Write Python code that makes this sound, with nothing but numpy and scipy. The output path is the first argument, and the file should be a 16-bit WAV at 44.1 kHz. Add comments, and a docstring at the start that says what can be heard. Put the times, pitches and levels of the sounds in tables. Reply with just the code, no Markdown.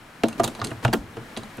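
"""A key fob is pushed into the ignition slot of a parked car, heard from the driver's seat.
A soft hiss lies under everything from the start. Then the fob knocks, slides and latches (filtered noise
bursts plus ringing tones); the plastic dashboard rings, small metal parts tick and rattle, and the padded
cabin answers each contact briefly. From then on a low rumble of handling (noise) comes and goes, with dull
thumps (single swelling tones). More knocks follow, and light ones go on almost to the end."""
import sys
import numpy as np
from scipy import signal
from scipy.io import wavfile

SR = 44100
rng = np.random.default_rng(int(sys.argv[2]) if len(sys.argv) > 2 else 0)


def unload_wav(signal):
    """Save mono or channel-first audio to the path in sys.argv[1] as 16-bit WAV at rate SR, clipped to [-1, 1]."""
    wavfile.write(
        sys.argv[1],
        SR,
        np.round(np.clip(np.atleast_2d(signal).T, -1, 1) * 32767).astype(np.int16),
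    )


N = 70560  # 1.6 s of samples

# In all tables t60 is the time a sound takes to fall by 60 dB. Levels of the layers add up in dB.
# knocks of fob and latch: t/s, pitch of the struck spot f/Hz, its level/dB, top edge f/Hz,
# then level/dB of boom, body, knock, clack, click, treble
KNOCKS = [(.2345, 320.7, -16.5, 12100, -38.5, -21, -14, -25, -10, -28),
          (.3968, 1200, -15.5, 11700, -38.5, -20.5, -13.5, -31.5, -24, -34),
          (.4003, 681, -9.5, 8900, -51, -31.5, -22, -26, -31, -29),
          (.436, 667, -31, 15000, -36.5, -34.5, -19.5, -31.5, -28, -37),
          (.476, 240, -29.5, 12000, -69, -33, -31, -33, -22, -26.5),
          (.5905, 685, -28.5, 9000, -52, -59, -35, -40.5, -52, -44),
          (.6153, 1217, -22.5, 7000, -33, -56, -26, -23, -40.5, -24.5),
          (.714, 650, -29, 9000, -38.5, -33, -35.5, -30, -32.5, -47),
          (.8482, 1580, -26, 11500, -24, -32.5, -15.5, -14, -13, -26.5),
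          (.879, 2830, -27, 8000, -37, -28.5, -32, -31, -24.5, -37),
          (.9332, 4600, -17.5, 19000, -39, -17.5, -23.5, -19.5, -19, -21),
          (.9372, 282.5, -17, 6000, -43.5, -25.5, -26.5, -21, -19.5, -27),
          (1.168, 456, -26.5, 9000, -38.5, -38, -35.5, -36, -36, -47),
          (1.367, 232, -26, 5000, -69, -42.5, -33, -55, -27, -50),
          (1.381, 651, -34.5, 9000, -45.5, -38, -47, -54, -46, -48),
          (1.5815, 256, -26, 9000, -51, -41, -36, -42, -33.5, -65)]
# centres of those six ranges: f/Hz
KNOCK_CENTRES = [110, 300, 670, 1400, 3400, 9000]
# light metal ticks: t/s, pitch of the struck part f/Hz, its level/dB, top edge f/Hz,
# then level/dB of clack, click, treble
TICKS = [(.2837, 9530, -34, 13000, -28.5, -31, -23.5), (.3275, 2730, -33, 11000, -37.5, -38.5, -35),
         (.4338, 6750, -32, 18000, -19, -24.5, -20), (.4408, 6810, -15.5, 16000, -34, -17, -16),
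         (.4454, 3720, -18, 15000, -25, -27, -15.5), (.4772, 3700, -26, 12000, -39, -33, -26),
         (.5496, 4060, -42, 11100, -32.5, -32.5, -36), (.599, 3900, -45, 9000, -67, -29.5, -52),
         (.6155, 4960, -31, 6500, -49, -26, -38), (.6414, 4100, -47, 10000, -29.5, -31, -25),
         (.6457, 7950, -35, 11300, -29.5, -23.5, -16), (.6693, 4330, -30, 10000, -37, -30, -24.5),
         (.7065, 2830, -35, 11000, -37, -41, -37), (.9284, 1555, -17.5, 16000, -14, -25.5, -24),
         (1.3655, 3920, -34, 10500, -32, -24, -53), (1.3724, 3320, -28, 10900, -31, -29.5, -25.5),
         (1.433, 4020, -35, 11000, -35.5, -45.5, -38), (1.5703, 11900, -42, 12900, -53, -54, -37)]
# centres of those three ranges: f/Hz
TICK_CENTRES = [1430, 3730, 9100]
# ringing of dashboard and cabin air: f/Hz, level/dB, t60/s
DASH_MODES = [(100.4, 4, 0.18), (123.5, 8.5, 0.2), (187.7, -7, 0.27), (228.6, 0, .25), (264, -19.5, .16),
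              (331.6, -1.5, 0.11), (388.7, 2.5, 0.075), (463.4, -5.5, 0.072), (505, -44, 0.048),
              (667.6, -4, 0.1), (718, -8, 0.055), (907, -11, 0.1), (1227, -20.5, 0.026), (1413, -17, 0.16)]
# ringing of key and ring: f/Hz, level/dB, t60/s
METAL_MODES = [(2772, -4, 0.077), (3930, -6, 0.034), (4030, -4, 0.053), (4687, -6.5, 0.071),
               (6380, -5, 0.08), (7360, -17, 0.14), (8300, -13, .06), (9700, -27, .06), (10400, -5.5, 0.02),
               (7350, -18, 0.08), (10980, -11, 0.053), (12900, -15, .06), (14600, -15, 0.045)]
# ring of the struck spot: f/Hz, t60/s
SPOT_T60 = [(250, 0.16), (700, 0.068), (1500, 0.046), (4000, 0.021), (10000, 0.013)]
# tone colour of a knock's crack: f/Hz, level per band/dB
KNOCK_COLOUR = [(70, -9.5), (130, -13), (250, 0), (450, -2.5), (700, -5.5), (1000, -8), (1600, -6.5),
                (2200, -20.5), (2900, -12), (4200, -22.5), (5500, -15.5), (8000, -15), (11000, -14.5),
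                (15000, -15)]
# tone colour of a tick's crack: f/Hz, level per band/dB
TICK_COLOUR = [(500, -12), (1000, -6.5), (1800, -15), (2800, -11.5), (3800, -9.5), (5200, -15.5),
               (7000, -20), (10000, -7.5), (12500, -39), (15000, -22)]
# length of the first crack, before each layer scales it: f/Hz, t60/s
CRACK_T60 = [(100, 0.02), (600, 0.034), (1500, 0.012), (3500, 0.013), (12000, 0.036)]
# length of the cabin tail (anything under 0.001 s counts as 0.001 s): f/Hz, t60/s
TAIL_T60 = [(100, 1.07), (280, 0.1), (700, 0.22), (2000, -0.0759), (6000, 0.32), (14000, 0.12)]
# cabin tail against the first crack, before each layer's offset: f/Hz, level/dB
TAIL_SHARE = [(100, 38), (300, -15.5), (700, -5.5), (2000, 0), (6000, -10.5), (14000, -8)]
# dull thumps as hand and fob press on the dashboard: t/s, f/Hz, level/dB
THUMPS = [(.445, 33.2, -39), (0.654, 339, -32), (.735, 107, -32), (0.768, 110, -29.5), (0.855, 115.7, -22),
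          (.885, 40, -26), (0.947, 283, -30), (0.981, 48.6, -26.5), (1.035, 118, -32), (1.2, 122, -30.5),
          (1.438, 218, -31), (1.49, 213, -53)]
# slides of the fob before it seats: start t/s, end t/s, level at the end/dB
SLIDES = [(0.379, 0.403, -31), (0.56, 0.602, -41), (0.65, 0.733, -47.5), (0.827, 0.848, -31)]
# tone colour of the sliding: f/Hz, relative level per band/dB
SLIDE_COLOUR = [(150, -4), (350, 11), (700, 2), (1500, 4.5), (4000, -1), (9000, -3), (15000, -10)]
# tone colour of the hiss: f/Hz, level per band/dB
HISS_COLOUR = [(30, -62), (60, -71), (120, -59), (230, -56.5), (400, -61), (800, -56), (1600, -54),
               (3000, -60), (6000, -66), (10000, -64.5), (15000, -72.5)]
# slow rise and fall of the hiss: t/s, level/dB
HISS_LEVEL = [(0, -1.9), (.18, -0.57), (.35, 2.1), (.7, 2.2), (1.05, -0.79), (1.3, 2.3), (1.6, 2.2)]
# tone colour of the handling rumble: f/Hz, level per band/dB
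RUMBLE_COLOUR = [(25, -29.5), (35, -18), (50, -18), (70, -15), (115, -6.5), (160, -9), (240, 0.5),
                 (400, -2.5), (800, -30), (2000, -48)]
# rise and fall of the rumble: t/s, level/dB
RUMBLE_LEVEL = [(0, -64), (.18, -65), (.3, -50), (.46, -40), (.56, -52), (0.659, -36.5), (.76, -51.5),
                (.82, -53), (.9, -81), (1.0, -49), (1.12, -55), (1.21, -48), (1.28, -55.5), (1.45, -50.5),
                (1.54, -64), (1.6, -85)]
# stereo width of contacts and tones: f/Hz, side against mid level/dB
WIDTH = [(60, -25), (125, -18), (250, -12), (500, -12.5), (1000, -10), (2000, -9), (4000, -11.3),
         (8000, -13.4), (14000, -18)]
# stereo lean of contacts and tones: f/Hz, left minus right level/dB
BALANCE = [(120, .1), (280, 1.7), (550, .1), (1000, -2.4), (1700, -2.4), (3000, -1), (8000, -.4)]
# stereo width of the noises, widest around 3 kHz, narrow in the bass and at the very top:
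# f/Hz, side against mid level/dB
AIR_WIDTH = [(60, -33), (130, -30), (290, -14), (640, -7.5), (1400, -7.5), (3100, -4), (6800, -8),
             (15000, -22)]
# stereo lean of the noises: f/Hz, left minus right level/dB
AIR_BALANCE = [(60, -5), (130, 2), (290, -0.5), (640, 2.5), (1410, 3.5), (3100, 2), (6820, -0.5),
               (15000, 0.5)]

KNOCK_DB, DASH_DB, TICK_DB, METAL_DB = -2, -2, -5, -11.5  # layer levels
TOP_STEEPNESS = 10  # power of the roll-off above a contact's top edge
ATTACK_S, REFLECTION_S = 0.0004, 0.0045  # rise of a crack; delay until the cabin tail starts
CRACK_SPREAD_DB, TAIL_SPREAD_DB = -4, 3  # reflections are wider than the direct crack
THUMP_ATTACK_S, THUMP_T60_S = 0.008, 0.14
SLIDE_RISE_DB, SLIDE_GRAINS_PER_S = 10.5, 4000
CUTOFF_HZ = 15750
TIME = np.arange(N) / SR  # seconds

# 24 neighbouring bands, each 0.4 octave wide: (centre in Hz, filter)
EDGES = 22 * 2 ** (np.arange(25) * 0.4)
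BANDS = [(np.sqrt(low * high), signal.butter(2, [low, high], "band", fs=SR, output="sos"))
         for low, high in zip(EDGES, EDGES[1:])]


def from_db(db):
    """Turn decibels into a gain."""
    return 10 ** (np.asarray(db) / 20)


def at_hz(points, hz):
    """Read a table at a frequency, with equal steps per octave."""
    f, value = np.transpose(points)
    return np.interp(np.log(hz), np.log(f), value)


def unit(x):
    """Scale the last axis to energy 1."""
    return x / np.sqrt(np.sum(x ** 2, axis=-1, keepdims=True) + 1e-20)


def dying(t, t60):
    """Fade away exponentially from t = 0, silent before it."""
    return np.exp(-np.log(1000) * np.maximum(t, 0) / max(t60, 1e-3)) * (t >= 0)


def stereo(mid, side, hz, width=WIDTH, balance=BALANCE):
    """Make left and right, with the width and lean of this frequency."""
    side = from_db(at_hz(width, hz)) * side
    lean = from_db(at_hz(balance, hz) / 2)
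    return np.array([(mid + side) * lean, (mid - side) / lean])


def add(out, start_s, sound):
    """Mix a sound in at its start time."""
    i = max(int(start_s * SR), 0)
    out[:, i:i + sound.shape[1]] += sound[:, :N - i]


def strength(row, centres, hz):
    """Gain with which one contact drives a frequency; it fades above the contact's top edge."""
    top_edge, levels = row[3], row[4:]
    gain = from_db(np.interp(np.log(hz), np.log(centres), levels))
    return gain / np.hypot(1, (hz / top_edge) ** TOP_STEEPNESS)


def fob():
    """The fob knocks in its slot with sharp cracks and sets the dashboard ringing."""
    knocks = cracks(KNOCKS, KNOCK_CENTRES, KNOCK_COLOUR, crack_scale=1.03, tail_db=-1.0, lowest_hz=60)
    dashboard = ringing(KNOCKS, KNOCK_CENTRES, DASH_MODES, lag_s=0.0025, scatter_db=3.4)
    return from_db(KNOCK_DB) * knocks + from_db(DASH_DB) * dashboard


def metal():
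    """Small metal parts tick with short cracks and ring briefly."""
    ticks = cracks(TICKS, TICK_CENTRES, TICK_COLOUR, crack_scale=0.72, tail_db=-0.5, lowest_hz=450)
    ring = ringing(TICKS, TICK_CENTRES, METAL_MODES, lag_s=0.0003, scatter_db=2)
    return from_db(TICK_DB) * ticks + from_db(METAL_DB) * ring


def cracks(rows, centres, colour, crack_scale, tail_db, lowest_hz):
    """Noise stands for countless short modes: a sharp crack, then cabin reflections dying band by band."""
    out, t = np.zeros((2, N)), TIME[:SR // 3]
    # axes: contact, alternate bands, mid and side, time
    white = rng.standard_normal((len(rows), 2, 2, len(t)))
    sounds = np.zeros((2, len(rows), len(t)))
    for k, (hz, sos) in enumerate(BANDS):
        if hz < lowest_hz:
            continue
        crack = unit(dying(t, crack_scale * at_hz(CRACK_T60, hz)) * (1 - np.exp(-t / ATTACK_S)))
        tail = unit(dying(t - REFLECTION_S, at_hz(TAIL_T60, hz)))
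        tail = tail * from_db(at_hz(TAIL_SHARE, hz) + tail_db)
        mid_shape = np.hypot(crack, tail)
        side_shape = np.hypot(crack * from_db(CRACK_SPREAD_DB), tail * from_db(TAIL_SPREAD_DB))
        shapes = np.array([mid_shape, side_shape])
        sizes = np.linalg.norm(shapes, axis=1, keepdims=True) / np.linalg.norm(mid_shape)
        burst = sizes * unit(signal.sosfilt(sos, white[:, k % 2] * shapes))
        burst = burst * np.sqrt(SR / 100)  # mid gets the energy of level 1 held for 10 ms
        gains = np.array([strength(row, centres, hz) for row in rows]) * from_db(at_hz(colour, hz))
        mid, side = burst[:, 0], burst[:, 1]
        side = side - mid * np.sum(unit(mid) * unit(side), axis=1, keepdims=True)  # width without a lean
        sounds += stereo(mid, side, hz) * gains[:, None]
    for k, row in enumerate(rows):
        add(out, row[0], sounds[:, k])
    return out


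def ringing(rows, centres, modes, lag_s, scatter_db):
    """Each contact sets a body's modes (its own tones) ringing, with random differences in strength."""
    out, t = np.zeros((2, N)), TIME[:SR // 2]
    chance = rng.standard_normal((len(rows), len(modes)))
    rings = []
    for k, (hz, db, t60) in enumerate(modes):
        phase = 2 * np.pi * hz * t
        mid = (-1) ** k * np.sin(phase)  # every other mode starts the opposite way
        rings.append(stereo(mid, np.cos(phase), hz) * dying(t, t60) * from_db(db))
    mode_hz = np.array(modes)[:, 0]
    for row, luck in zip(rows, chance):
        gains = strength(row, centres, mode_hz) * from_db(scatter_db * luck)
        add(out, row[0] + lag_s, np.tensordot(gains, np.array(rings), 1))
    return out


def spots(rows, build_cycles):
    """Each contact also rings at the pitch of the very spot it strikes."""
    out = np.zeros((2, N))
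    for start_s, hz, db, *_ in rows:
        add(out, start_s, from_db(db) * tone(hz, build_cycles / hz, at_hz(SPOT_T60, hz)))
    return out


def tone(hz, attack_s, t60):
    """One resonance that swells and dies, in stereo."""
    t = TIME[:SR // 2]
    phase = 2 * np.pi * hz * t
    swell = 1 - np.exp(-(t / attack_s) ** 2)
    return stereo(np.sin(phase), np.cos(phase), hz) * dying(t, t60) * swell


def thumps():
    """Soft pushes that each stir only one low resonance of dashboard or cabin."""
    out = np.zeros((2, N))
    for start_s, hz, db in THUMPS:
        add(out, start_s, from_db(db) * tone(hz, THUMP_ATTACK_S, THUMP_T60_S))
    return out


def sliding():
    """Grainy friction noise that swells towards the end of each slide, then stops."""
    level = np.zeros(N)
    for start_s, end_s, db in SLIDES:
        remaining = np.clip((end_s - TIME) / (end_s - start_s), 0, 1)
        active = (TIME > start_s) * (TIME < end_s)
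        level += from_db(db - SLIDE_RISE_DB * remaining) * active
    grains = (rng.random(N) < SLIDE_GRAINS_PER_S / SR) + 0.064  # a little smooth noise between grains
    colour = [(40, -42)] + list(SLIDE_COLOUR)  # weak in the deep bass
    return level * unit(noise(colour, grains)) * np.sqrt(N)


def background():
    """Soft hiss with a gently drifting level, and the uneven rumble of handling."""
    hiss = from_db(np.interp(TIME, *np.transpose(HISS_LEVEL))) * noise(HISS_COLOUR)
    rumble = from_db(np.interp(TIME, *np.transpose(RUMBLE_LEVEL))) * noise(RUMBLE_COLOUR)
    return hiss + rumble


def noise(colour, grain=1):
    """Stereo noise built band by band, smooth or broken into grains."""
    white = rng.standard_normal((2, 2, N)) * grain
    out = np.zeros((2, N))
    for k, (hz, sos) in enumerate(BANDS):
        # a quarter second of run-up lets the filter settle before the part that is kept
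        with_run_up = np.tile(white[k % 2], 2)[:, N - SR // 4:]
        mid, side = unit(signal.sosfilt(sos, with_run_up)[:, -N:]) * np.sqrt(N)
        out += from_db(at_hz(colour, hz)) * stereo(mid, side, hz, AIR_WIDTH, AIR_BALANCE)
    return out


def scene():
    """Add up everything in the cabin."""
    knocks = fob() + spots(KNOCKS, build_cycles=1.24)
    ticks = metal() + spots(TICKS, build_cycles=3.6)
    return knocks + ticks + thumps() + sliding() + background()


def record(dry):
    """Cut the top of the treble steeply."""
    low_pass = signal.ellip(10, 0.1, 90, CUTOFF_HZ, fs=SR, output="sos")
    return signal.sosfilt(low_pass, dry)


dry = scene()
out = record(dry)
unload_wav(out)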